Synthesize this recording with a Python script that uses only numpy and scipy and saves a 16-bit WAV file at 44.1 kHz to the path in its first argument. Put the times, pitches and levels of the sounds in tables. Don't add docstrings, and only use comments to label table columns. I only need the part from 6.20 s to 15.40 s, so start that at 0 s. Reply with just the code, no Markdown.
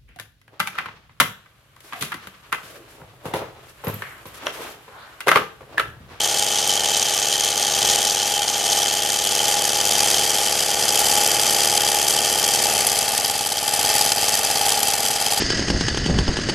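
import sys
import numpy as np
from scipy import signal
from scipy.fft import rfft, irfft, next_fast_len
from scipy.io import wavfile

SR = 44100
rng = np.random.default_rng(int(sys.argv[2]) if len(sys.argv) > 2 else 0)


def ratio(d):
    e = np.asarray(d, float) / 20
    return 10 ** e


def transcribe(signal):
    frames = np.atleast_2d(signal).T
    limited = np.clip(frames, -1, 1)
    pcm = np.round(limited * 32767).astype(np.int16)
    wavfile.write(sys.argv[1], SR, pcm)


N = 405719

SPINDLE_HZ, MAINS_HZ, MESH_HZ = 18.29, 99.79, 567.755
BITE_LAG_S = 0.0024
CHATTER_ORDER = 46
CHATTER_S, CHATTER_SPREAD_S, CHATTER_GAIN = 7.62, 0.33, 0.9

# (time [s], lead [turns])
SPINDLE_LEAD = [(0, .008), (2, -.004), (7, .03), (9.2, .03)]
# (time [s], camera round to the front [0-1], cutter near the free end [0-1])
DRIFT = [
    (0, 0.07, 0.15),
    (1.8, 0.12, 0.12),
    (3.2, 0.36, 0.06),
    (5, 0.82, 0),
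    (6.4, 0.77, 0.03),
    (7, 0.95, 0.9),
    (8.2, 0.94, 0.77),
    (9.2, 1, 0.85),
]
CONTACT_TURNS = np.array([.022, .104, .285, .356, .543, .596, .779, .854])
# (knock [dB], ring [dB], bite [dB])
MID_FLUTES = [(-10.6, -3.6, -5), (-.3, 2.8, 0), (-8.9, -6.4, -14), (-7, -18.9, -7), (-4, -7.3, -9),
              (-.9, 3, -2), (-8.9, -5.9, -14), (.5, -23.6, -1)]
# (knock [dB], ring [dB], bite [dB])
END_FLUTES = [(-5.5, -28.7, -8), (-2.9, -10, -4), (-13.2, -18, -16), (-14.6, -18, -13), (-3.9, -14, -10),
              (.1, -12, -7), (-9.2, -15.5, -14), (-5.9, 0, 4)]
# (time [s], spread [s], load [dB], extra plate ring [dB])
FEED_PUSHES = [(.66, 0.11, 0.6, 1), (1.11, 0.058, 0, -5), (1.69, 0.076, 4, -0.5), (2.25, 0.31, -1, 3.5),
               (2.56, 0.069, 1.8, 2), (2.89, 0.27, -0.8, -3), (3.28, 0.098, 1, 3), (3.51, 0.04, 0, -5),
               (3.86, 0.11, 2, -0.5), (4.2, 0.061, 0, 0.5), (4.4, 0.13, -0.6, -2.5), (4.9, 0.16, 1.5, 2.5),
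               (5.35, 0.18, 0.85, -1), (5.85, 0.41, 0.27, 1), (6.55, .12, 1.7, 1), (7.311, .16, -2.5, -0.5),
               (7.72, .12, 3, -2), (7.945, 0.012, -3, -5), (8.15, 0.16, 1, -1), (8.5, .12, 1.3, 4),
               (8.95, 0.25, -0.2, 2)]
# (time [s], peak [dB])
TOOTH_SNAPS = [(0.224, -2), (0.3855, -6), (0.4928, 1), (0.6873, -3), (1.1266, 0), (1.726, -10), (1.853, 0),
               (1.9455, -9), (2.0777, -4), (2.6594, -1), (2.6873, 1.5), (3.1505, -3), (3.7105, -2),
               (3.806, -3), (3.9164, -3), (3.9419, -5), (5.063, 0.5), (5.1963, 1), (5.575, 3), (5.883, 0),
               (6.697, 1), (6.978, 5), (7.0457, 2), (7.0975, 2.5), (7.9189, 7), (8.248, -5), (8.5205, -3),
               (8.6303, 3), (9.001, 0), (9.123, -8)]
# (order [per turn], level at mid-plate [dB], level near the free end [dB])
ORDER_HUM = [(3, -42, -34), (4, -14.5, -10), (5, -35, -12), (6, -20, -16), (7, -15.5, -8.5),
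             (8, -13.5, -12), (10, -48, -17), (11, -20, -21), (12, -12.5, -9), (13, -18.5, -13),
             (14, -20.5, -10), (16, -23, -25), (17, -15, -9), (18, -12, -9), (20, -6.5, -14)]
# (frequency [Hz], width [Hz], level [dB])
PLATE_MODES = [(822.7, 44.5, 8.5), (875, 59, -12)]
# (frequency [Hz], width [Hz], level [dB])
CLAMP_MODES = [(430, 61, 5), (690, 290, 4.5)]
# (frequency [Hz], width [Hz], level [dB])
HEAD_MODES = [(3070, 220, 0.5), (3235, 300, -0.5)]
# (frequency [Hz], width [Hz], level [dB])
TABLE_MODES = [(1185, 130, -1), (1447, 80, -1), (1810, 157, 1), (2653, 125, 4)]
# (frequency [Hz], width [Hz], level [dB])
SIDE_MODES = [(3690, 120, -4), (4190, 78, -3), (4520, 96, -1), (4880, 94, -1), (5850, 350, -4),
              (6430, 350, 0), (7120, 300, -5), (8340, 100, -5), (8700, 200, -3), (9950, 270, -8),
              (11900, 200, -12), (12400, 100, -10)]
FRONT_MODES = [(4530, 130, -2), (4920, 140, 1), (6060, 610, -5), (8040, 260, -5), (8650, 150, -5),
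               (10300, 270, -7), (11400, 460, -10), (12450, 260, -9)]
# (frequency [Hz], level per Hz [dB])
SIDE_AIR = [(2060, -26), (3500, -2.5), (5110, -1), (6490, 2), (7960, -7.5), (8640, -4.5), (10500, -14),
            (12200, -15.5), (14100, -26)]
FRONT_AIR = [(2060, -27), (3500, -9.5), (3930, -11.5), (4970, 0), (5480, -6.5), (8150, -4), (9270, -8.5),
             (10500, -4), (14100, -17.5)]
TABLE_AIR = [(700, -26), (950, -11), (1100, -5.5), (2400, -1), (2900, -4.5), (3700, -18), (4500, -14.5)]
FRAME_RUMBLE = [(13, -59), (22, -34), (69, -15.5), (136, -13), (174, -21), (223, -7.5), (285, -13),
                (443, -10), (538, -6), (727, 0.5), (808, -12), (1020, -27), (1170, -8.5), (1500, -18.5),
                (1950, -46), (3300, -120)]
# (frequency [Hz], level per Hz [dB])
FREE_END_AIR = [(3000, -23), (3700, -6), (4300, -3), (5000, -25)]
# (frequency [Hz], difference under sum [dB])
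PORT_DIFFERENCE = [(60, -5), (110, -9), (200, -25), (380, -14.5), (690, -36), (1280, -27), (2360, -29),
                   (4350, -12), (8030, -10.5), (14800, 1)]
# (frequency [Hz], left over right [dB])
PORT_TILT = [(60, -0.5), (99, -3), (160, 0.5), (270, -0.5), (440, 0.5), (730, 0.5), (1210, -1), (2000, 2),
             (3300, -1), (5440, 1), (8970, 2.5), (14800, 0.5)]
# (frequency [Hz], level [dB])
BAND_EDGE = [(14170, 0), (14200, -30), (15000, -70)]
# (at rest [dB], per load [dB/dB], gain from front [dB], gain at free end [dB])
RING_LAW = (-32, 1, 3, -3)
KNOCK_LAW = (-34.5, 1.05, 3, -2)
RATTLE_LAW = (-22.5, 1, 0.65, -1.23)
HEAD_LAW = (-27, 0.6, -2, -2.5)
HUM_LAW = (-40.5, 0.96, 2.5, -2.5)


def unit(x):
    return x / np.sqrt(np.mean(x ** 2) + 1e-20)


def along(points, hz):
    f, value = np.transpose(points)
    return np.interp(np.log(hz + 1), np.log(f + 1), value)


def curves(rows):
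    s, *columns = np.transpose(rows)
    return [np.interp(np.arange(N) / SR, s, c) for c in columns]


def drift():
    return [np.clip(c, 0, 1) for c in curves(DRIFT)]


def wobble(rate):
    knots = int(N * rate / SR) + 2
    return 1.15 * np.interp(np.arange(N) * rate / SR, np.arange(knots), rng.standard_normal(knots))


def filtered(x, response):
    m = next_fast_len(N + SR // 8)
    grid = np.arange(0, SR / 2 + 4, 4.)
    hz = np.fft.rfftfreq(m, 1 / SR)
    gain = np.array([np.interp(hz, grid, row) for row in np.atleast_2d(response(grid))])
    return irfft(rfft(x, m) * gain, m)[..., :N].reshape(np.shape(x))


def modes(rows):
    def response(f):
        total = 0
        for k, (centre, width, db) in enumerate(rows):
            damping = 1j * f * width
            total = total + (-1) ** k * ratio(db) * damping / (centre * centre - f * f + damping)
        return total
    return response


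def colour(air, rows, air_db):
    def gain(f):
        power = ratio(along(air, f) + air_db) ** 2
        for centre, width, db in rows:
            damping = (f * width) ** 2
            peak = damping / ((centre * centre - f * f) ** 2 + damping)
            power = power + ratio(db) ** 2 * peak ** 2
        return np.sqrt(power)
    return gain


def rush(envelope, gain, wide_db):
    def both(hz):
        return gain(hz) * np.array([np.ones_like(hz), ratio(along(PORT_DIFFERENCE, hz) + wide_db)])
    mid, side = filtered(envelope * rng.standard_normal((2, N)), both)
    return np.array([mid + side, mid - side]) / np.std(mid)


def loudness(law, extra=0):
    t = np.arange(0, N, 64) / SR
    s, *columns = np.transpose(DRIFT)
    front, end = (np.clip(np.interp(t, s, c), 0, 1) for c in columns)
    pushes = np.array(FEED_PUSHES)
    bells = np.exp(-0.5 * ((t[:, None] - pushes[:, 0]) / pushes[:, 1]) ** 2)
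    load_db, ring_db = (bells @ pushes[:, 2:]).T
    rest_db, per_load, front_db, end_db = law
    level_db = rest_db + per_load * load_db + extra * ring_db + front_db * front + end_db * end
    return np.interp(np.arange(N) / SR, t, level_db)


def turns():
    return SPINDLE_HZ * np.arange(N) / SR + curves(SPINDLE_LEAD)[0]


def contacts(column, steady, scatter, jitter_s):
    angle = np.arange(int(SPINDLE_HZ * N / SR) + 1)[:, None] + np.array(CONTACT_TURNS)
    at = np.interp(angle, turns(), np.arange(N))
    end = drift()[1][at.astype(int)]
    mid_db, end_db = np.array(MID_FLUTES)[:, column], np.array(END_FLUTES)[:, column]
    chance = rng.standard_normal((2, *at.shape))
    size = ratio(0.5 * (1 - end) * mid_db + end * end_db) * (steady + scatter * chance[1])
    size = size * (at < N - 1)
    moved = np.clip(at + SR * jitter_s * chance[0], 0, N - 1).astype(int)
    return np.bincount(moved.ravel(), size.ravel(), N)


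def repeating(orders, response, column, levels_db=None):
    end = drift()[1]
    k = np.round(orders)
    phase = np.exp(-2j * np.pi * np.outer(k, CONTACT_TURNS))
    both = []
    for late, flutes in enumerate((MID_FLUTES, END_FLUTES)):
        blows = phase @ ratio(np.array(flutes)[:, column]) * response(k * SPINDLE_HZ)
        if levels_db is not None:
            blows = ratio(levels_db[late]) * blows / abs(blows)
        lines = np.zeros(2 ** 10 + 1, complex)
        lines[k.astype(int)] = blows
        one_turn = unit(irfft(lines))
        both.append(np.interp(turns() % 1, np.arange(2 ** 11) / 2 ** 11, one_turn, period=1))
    return (1 - end) * both[0] + end * both[1]


def spindle():
    orders, *levels_db = np.transpose(ORDER_HUM)
    hum = repeating(orders, modes([(110, 82, 0)]), column=1, levels_db=levels_db)
    hum = hum * ratio(0.53 * wobble(12))
    rumble = rush(ratio(0.55 * wobble(30)), lambda hz: ratio(along(FRAME_RUMBLE, hz)), wide_db=3.5)
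    return ratio(loudness(HUM_LAW) - 0.6) * hum + ratio(loudness(KNOCK_LAW) - 5.0) * rumble


def chatter():
    swell = np.exp(-0.5 * ((np.arange(N) / SR - CHATTER_S) / CHATTER_SPREAD_S) ** 2)
    return CHATTER_GAIN * swell * np.sin(2 * np.pi * CHATTER_ORDER * turns())


def struck(column, response, jitter_s):
    return unit(filtered(contacts(column, steady=1, scatter=0.16, jitter_s=jitter_s), response))


def bending(f):
    return modes(PLATE_MODES)(f) * modes([(800, 330, 0)])(f)


def clamping(f):
    return modes(CLAMP_MODES)(f) * modes([(520, 380, 0)])(f)


def plate():
    end = drift()[1]
    ring_db, knock_db = loudness(RING_LAW, extra=0.62), loudness(KNOCK_LAW)
    friction = unit(filtered(rng.standard_normal(N), bending))
    held = 0.8 * repeating(np.arange(40, 55), bending, column=1)
    held = held + 0.22 * (1 - end) * struck(column=1, response=bending, jitter_s=0.00094)
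    freed = end * struck(column=1, response=bending, jitter_s=0.00016)
    ring = held + chatter() + freed + 0.45 * (1 - 0.31 * end) * friction
    loose = 0.27 + 0.15 * end
    knock = (1 - loose) * repeating(np.arange(21, 40), clamping, column=0)
    knock = knock + 0.57 * loose * struck(column=0, response=clamping, jitter_s=0.00098)
    return ratio(ring_db + 0.5) * ring + ratio(knock_db + 2.0) * knock


def mains(depth_db):
    return ratio(depth_db * np.cos(2 * np.pi * (MAINS_HZ * np.arange(N) / SR + 0.41)))


def tooth_snaps():
    blows = np.zeros(N)
    for s, db in TOOTH_SNAPS:
        blows[round(s * SR)] = ratio(db + 15.5)
    tail = np.arange(SR // 50) / SR
    decay = ratio(-60 * tail / 0.0072) * (1 - np.exp(-tail / 0.00081))
    return signal.fftconvolve(blows, decay)[:N]


def tooth_force():
    hits = abs(contacts(column=2, steady=0.87, scatter=0.17, jitter_s=0.0022))
    bite = signal.fftconvolve(hits, np.hanning(int(0.0096 * SR)), "same")
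    bite = np.roll(bite, round(BITE_LAG_S * SR))
    chance = ratio(1.74 * wobble(200) + 0.22 * wobble(36))
    force = (0.33 + 0.85 * bite) * mains(depth_db=3.5) * chance
    force = np.tanh(0.63 * unit(force))
    since_tooth = (MESH_HZ * np.arange(N) / SR - 0.35) % 1
    teeth = unit(force * (0.74 + np.exp(-since_tooth / 0.54)))
    return teeth + tooth_snaps()


def gearbox():
    rattle_db, head_db = loudness(RATTLE_LAW), loudness(HEAD_LAW)
    front, end = drift()
    force = tooth_force()

    def loose(rough_db):
        return force * ratio(rough_db * wobble(330))

    case = 0
    for share, air, rows in ((1 - front, SIDE_AIR, SIDE_MODES), (front, FRONT_AIR, FRONT_MODES)):
        gain = colour(air, rows, air_db=-2.0)
        panels = rush(loose(2.36), lambda f: gain(f) / np.sqrt(1 + (f / 7400) ** 8), wide_db=-3.5)
        teeth = rush(loose(2.95), lambda f: gain(f) / np.sqrt(1 + (7400 / (f + 1)) ** 8), wide_db=0.3)
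        case = case + np.sqrt(share) * (panels + ratio(-3.0 + 1.74 * front) * teeth)
    squeal = rush(force, lambda f: ratio(along(FREE_END_AIR, f)), wide_db=-13.0)
    case = case + ratio(-8.5) * end * squeal

    head_air = [(20, -80), (2400, -29), (3100, -45), (4000, -32.5)]  # (frequency [Hz], level per Hz [dB])
    head_force = loose(0.68) ** 0.8 * mains(depth_db=3.0)
    head = rush(head_force, colour(head_air, HEAD_MODES, air_db=3.5), wide_db=5.0)
    table = rush(force ** 0.38, colour(TABLE_AIR, TABLE_MODES, air_db=0.5), wide_db=-12)
    mix = ratio(rattle_db - 1.62) * case + ratio(head_db + 0.44) * head
    return mix + ratio(rattle_db - 9.0 + 2.0 * front) * table


def scene():
    return spindle() + plate() + gearbox()


def roll_off(x):
    return signal.sosfilt(signal.butter(12, 15400, fs=SR, output="sos"), x)


def record(dry):
    dry = dry / (1 + abs(dry / 0.93) ** 6) ** (1 / 6)
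    halves = np.array([[0.5], [-0.5]])
    mix = filtered(dry, lambda hz: ratio(along(PORT_TILT, hz) * halves + along(BAND_EDGE, hz)))
    return roll_off(mix)


dry = scene()
out = record(dry)
transcribe(out)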